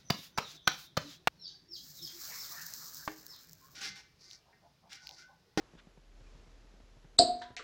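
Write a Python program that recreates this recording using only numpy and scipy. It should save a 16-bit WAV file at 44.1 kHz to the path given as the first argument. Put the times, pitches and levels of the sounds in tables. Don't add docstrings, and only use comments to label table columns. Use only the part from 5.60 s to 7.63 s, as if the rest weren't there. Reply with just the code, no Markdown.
import sys
import numpy as np
from scipy import signal
from scipy.fft import rfft, irfft, next_fast_len
from scipy.io import wavfile
from scipy.ndimage import uniform_filter1d, map_coordinates

SR = 44100
rng = np.random.default_rng(int(sys.argv[2]) if len(sys.argv) > 2 else 0)


def boost_factor(decibels):
    exponent = np.asarray(decibels, float) / 20
    return 10 ** exponent


def unload_wav(signal):
    wavfile.write(
        sys.argv[1],
        SR,
        np.round(np.clip(np.atleast_2d(signal).T, -1, 1) * 32767).astype(np.int16),
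    )


N = 89567


def unit(x):
    return x / np.sqrt(np.mean(x ** 2) + 1e-20)


def along(points, hz):
    f, v = np.transpose(points)
    return np.interp(np.log(hz + 1), np.log(f + 1), v)


def curves(rows):
    s, *cols = np.transpose(rows)
    t = np.arange(N) / SR
    return [np.interp(t, s, c) for c in cols] + [(t >= s[0]) & (t <= s[-1])]


def tone(hz):
    return np.sqrt(2) * np.sin(2 * np.pi * np.cumsum(hz) / SR)


def wobble(rate_hz):
    knots = rng.standard_normal(int(N * rate_hz / SR) + 4)
    return map_coordinates(knots, [np.arange(N) * rate_hz / SR])


def filtered(x, response):
    m = next_fast_len(N + SR // 2)
    return irfft(rfft(x, m) * response(np.fft.rfftfreq(m, 1 / SR)), m)[:N]


def noise(response):
    return unit(filtered(rng.standard_normal(N), response))


def impulse(s):
    return 1. * (np.arange(N) == round(s * SR))


def since(s):
    t = np.arange(N) / SR - s
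    return np.maximum(t, 0), t >= 0


def rise(t, time_s):
    return 1 - np.exp(-t / time_s)


# [f/Hz, t60/s]
ROOM_DECAY = [(60, .12), (200, 0.46), (500, 0.55), (1500, 0.54), (4300, .38), (5500, .3), (8000, 0.29)]


def room(x, wet_db):
    delay_s, early_db, early_t60_s = .002, 3, 0.15
    hz, t, z = signal.stft(rng.standard_normal(SR // 2), SR, nperseg=256)
    early = 1 + boost_factor(early_db - 60 * t / early_t60_s)
    decay = boost_factor(-60 * t / along(ROOM_DECAY, hz)[:, None])
    tail = signal.istft(z * early * decay, SR, nperseg=256)[1]
    delayed = np.pad(x, (round(delay_s * SR), 0))
    late = signal.fftconvolve(delayed, tail / np.linalg.norm(tail))[:N]
    return x + boost_factor(wet_db) * late


# [t/s, f/Hz, level/dB, upper whistle level/dB]
SQUEAL_PATH = [(1.582, 3715, -64, -50), (1.585, 3667, -36.5, -40), (1.5862, 3676, -38, -42.5),
               (1.588, 3780, -17, -22), (1.5891, 4044, -21, -14.5), (1.5902, 4344, -14.5, -17.5),
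               (1.5913, 4515, -7.5, -35), (1.5926, 4790, -23, -47.5), (1.5935, 5000, -49, -39)]


def squeal():
    spread_hz, whistle_hz, whistle_spread_hz, whistle_db = 170, 7710, 850, -2.5
    hz, low_db, high_db, on = curves(SQUEAL_PATH)
    low = boost_factor(low_db) * tone(hz + spread_hz * wobble(900))
    high = boost_factor(high_db) * tone(whistle_hz + whistle_spread_hz * wobble(1500))
    return room(on * low, wet_db=-3) + room(boost_factor(whistle_db) * on * high, wet_db=-1)


# [f/Hz, level/dB]
CRACK_SPECTRUM = [(60, -11.5), (300, -3), (950, 7), (1300, 1), (2300, -3.5), (3200, 3.5), (5600, -12.5),
                  (9500, -3.5)]


def seal_break():
    crack_s, crack_db, crack_t60_s = 1.587, -19, 0.018
    snap_s, snap_db = 1.589, -17

    def spectrum(f):
        return boost_factor(along(CRACK_SPECTRUM, f))
    t, _ = since(crack_s)
    crack = rise(t, 0.00083) * boost_factor(crack_db - 60 * t / crack_t60_s) * noise(spectrum)
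    snap = boost_factor(snap_db) * filtered(impulse(snap_s), spectrum)
    return crack + room(snap, wet_db=11) - snap


OPEN_S = 1.593


def plop():
    from_hz, to_hz, glide_s, t60_s, level_db = 150, 560, .003, .018, -24
    t, after = since(OPEN_S)
    sweep_hz = to_hz - (to_hz - from_hz) * np.exp(-t / glide_s)
    envelope = after * boost_factor(level_db - 60 * t / t60_s) * rise(t, 0.0016)
    return room(envelope * tone(after * sweep_hz), wet_db=6.5)


# [t/s, f/Hz, level/dB]
NECK_RING = [(1.594, 677.3, -18.5), (1.601, 700, -19.5), (1.624, 707.2, -24), (1.635, 706, -36.5),
             (1.678, 716, -39), (1.70, 716, -32.5), (1.79, 715, -49.5), (1.84, 714, -48.5),
             (1.94, 716, -72.5)]


def neck_ring():
    rough_db = 1.2
    hz, db, on = curves(NECK_RING)
    t, _ = since(NECK_RING[0][0])
    return on * rise(t, 0.0018) * boost_factor(db + rough_db * wobble(60)) * tone(hz)


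# [f/Hz, level/dB, t60/s]
BOOM_MODES = [(245, -22, 0.71), (275, -15.5, 0.32), (342.4, -19, 0.48), (422, -32, 0.3), (453, -19.5, 0.25),
              (638, -7, 0.28), (671.7, -4.5, 0.42)]


def boom():
    boom_db = -23
    t, _ = since(OPEN_S)
    modes = np.zeros(N)
    for hz, db, t60_s in BOOM_MODES:
        modes += boost_factor(boom_db + db - 60 * t / t60_s) * np.sin(2 * np.pi * hz * t)
    return rise(t, .006) * modes


# [t/s, peak level/dB, resonance f/Hz, room level/dB]
TABLE_KNOCKS = [
    (1.799, -53, 5700, 1),
    (1.817, -41, 1610, 6),
    (1.821, -39, 3700, 4.5),
    (1.9665, -37, 2070, 7.5),
    (1.9662, -32, 4040, 0),
    (1.9668, -36.5, 5800, 3.5),
    (1.975, -38, 2800, 4),
    (1.9946, -37.5, 1400, 1.5),
    (1.995, -44.5, 462, 6),
]


def knocks():
    resonance_q, broad_db = 2.36, -19
    out = np.zeros(N)
    for s, db, hz, wet_db in TABLE_KNOCKS:
        width_hz = hz / resonance_q

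        def response(f):
            resonance = 1j * f * width_hz / (hz * hz - f * f + 1j * f * width_hz)
            click = 1j * f / (900 + 1j * f) / (1 + 1j * f / 4000)
            return resonance ** 2 + boost_factor(broad_db) * click
        hit = filtered(impulse(s), response)
        out += room(boost_factor(db) * hit / np.abs(hit).max(), wet_db)
    return out


# [t/s, f/Hz, level/dB, t60/s]
GLASS_RINGS = [
    (.665, 2420, -69.5, 0.12),
    (1.817, 940, -49, .08),
    (1.85, 992, -61.5, .6),
    (1.968, 704, -53.5, 0.18),
    (1.996, 1164, -49.5, 0.1),
]


def glass_rings():
    waver_hz = 4.2
    out = np.zeros(N)
    for s, hz, db, t60_s in GLASS_RINGS:
        t, _ = since(s)
        out += boost_factor(db - 60 * t / t60_s) * rise(t, 0.0013) * tone(hz + waver_hz * wobble(40))
    return out


def tap_noise():
    return noise(lambda f: (f > 120) / (1 + (f / 500) ** 1.72))


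# [t/s, peak level/dB, f/Hz]
FINGER_THUDS = [(0.129, -53, 168), (0.146, -58, 154), (0.264, -54.5, 183), (0.369, -55, 150),
                (0.431, -62, 151), (0.6, -55, 114), (0.744, -55, 157), (0.76, -66, 122), (0.867, -58, 120),
                (1.039, -58, 264), (1.133, -55.5, 199), (1.196, -54.5, 238), (1.361, -56.5, 123),
                (1.439, -52, 154), (1.519, -70.5, 140), (1.899, -51, 122)]


def finger_thuds():
    cycles, thud_db, lag_s = 2.06, -0.5, .006
    click_db, click_t60_s = -4.5, 0.051
    out = np.zeros(N)
    tap = tap_noise()
    for s, db, hz in FINGER_THUDS:
        t, after = since(s + lag_s)
        click = boost_factor(click_db - 60 * t / click_t60_s) * after * tap
        envelope = t * hz * np.exp(1 - t * hz * 3 / cycles)
        out -= boost_factor(db + thud_db) * (envelope * np.sin(2 * np.pi * hz * t) + click)
    return out


# [f/Hz, level/dB]
SCUFF_SPECTRUM = [(600, -13), (1400, 3.5), (3500, 1.5), (7000, -20)]


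def scuff():
    centre_s, half_s, level_db = 0.1935, 0.015, -61
    swell = np.exp(-((np.arange(N) / SR - centre_s) / half_s) ** 2)
    return boost_factor(level_db) * swell * noise(lambda f: boost_factor(along(SCUFF_SPECTRUM, f)))


def fading_knock():
    level_db, t60_s = -69, 0.86
    tail = unit(filtered(tap_noise(), lambda f: (f > 300) * (f < 1900) * f ** 0.56))
    return boost_factor(level_db - 60 * np.arange(N) / SR / t60_s) * tail


# [t/s, f/Hz, level/dB]
HUM_PATH = [(0.0, 36, -67), (0.12, 37, -87), (0.16, 37, -70), (0.22, 38.16, -72.5), (0.57, 38.6, -62),
            (1.51, 38.35, -65.5), (1.6, 37.3, -67.5), (1.66, 38.5, -79), (1.73, 38.2, -59),
            (1.78, 37.1, -86), (1.86, 32.9, -80.5), (2.03, 33.08, -74)]


def hum():
    hz, db, _ = curves(HUM_PATH)
    return boost_factor(db + 1.2 * wobble(14)) * tone(hz + 1.5 * wobble(5))


def scene():
    cork = squeal() + seal_break()
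    neck = plop() + neck_ring() + boom()
    table = knocks() + glass_rings()
    handling = finger_thuds() + scuff() + fading_knock()
    return (cork + neck + table + handling + hum())[None]


# [f/Hz, level/dB]
MIC_RESPONSE = [(20, 5.5), (8300, 0.5), (8900, -12), (9500, -36), (11000, -53), (16000, -75)]


def microphone(x):
    return filtered(x, lambda f: boost_factor(along(MIC_RESPONSE, f)))


# [f/Hz, level/dB per Hz]
HISS_SPECTRUM = [(29, -30.5), (50, -7), (136, -17.5), (452, -19.5), (888, -26.5), (991, -26.5),
                 (5310, -33.5), (7040, -37.5), (9150, -50), (11900, -95.5), (20100, -120)]


def camera_noise():
    hiss_db, fizz_db = -65, -93.5
    hiss = noise(lambda f: boost_factor(along(HISS_SPECTRUM, f)) * (f > 45))
    fizz = noise(lambda f: (f > 9300) * (f < 15500) / (1 + (f / 11400) ** 40) ** .07)
    return boost_factor(hiss_db + 0.89 * wobble(4.5)) * hiss + boost_factor(fizz_db) * fizz


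# [start t/s, end t/s]
TREBLE_HUSH = [
    (1.571, 1.582),
    (1.954, 1.964),
]


def hushed(x):
    corner_hz, hush_db = 1500, -24
    t = np.arange(N) / SR
    gate = uniform_filter1d(sum(1. * (t > a) * (t < b) for a, b in TREBLE_HUSH), size=60)
    treble = filtered(x, lambda f: 1 / (1 + (corner_hz / (f + 1)) ** 4) / (1 + (f / 9800) ** 30))
    return x - gate * (1 - boost_factor(hush_db)) * treble


# [f/Hz, level/dB]
CLOCK_WHINE = [(11025, -93)]


def clock_whine():
    hz, db = CLOCK_WHINE[0]
    return boost_factor(db + 1.5 * wobble(60)) * tone(np.full(N, hz))


def roll_off(x):
    return signal.sosfilt(signal.butter(12, 15500, fs=SR, output="sos"), x)


def record(dry):
    mix = hushed(microphone(dry[0]) + camera_noise()) + clock_whine()
    return roll_off(mix)


dry = scene()
out = record(dry)
unload_wav(out)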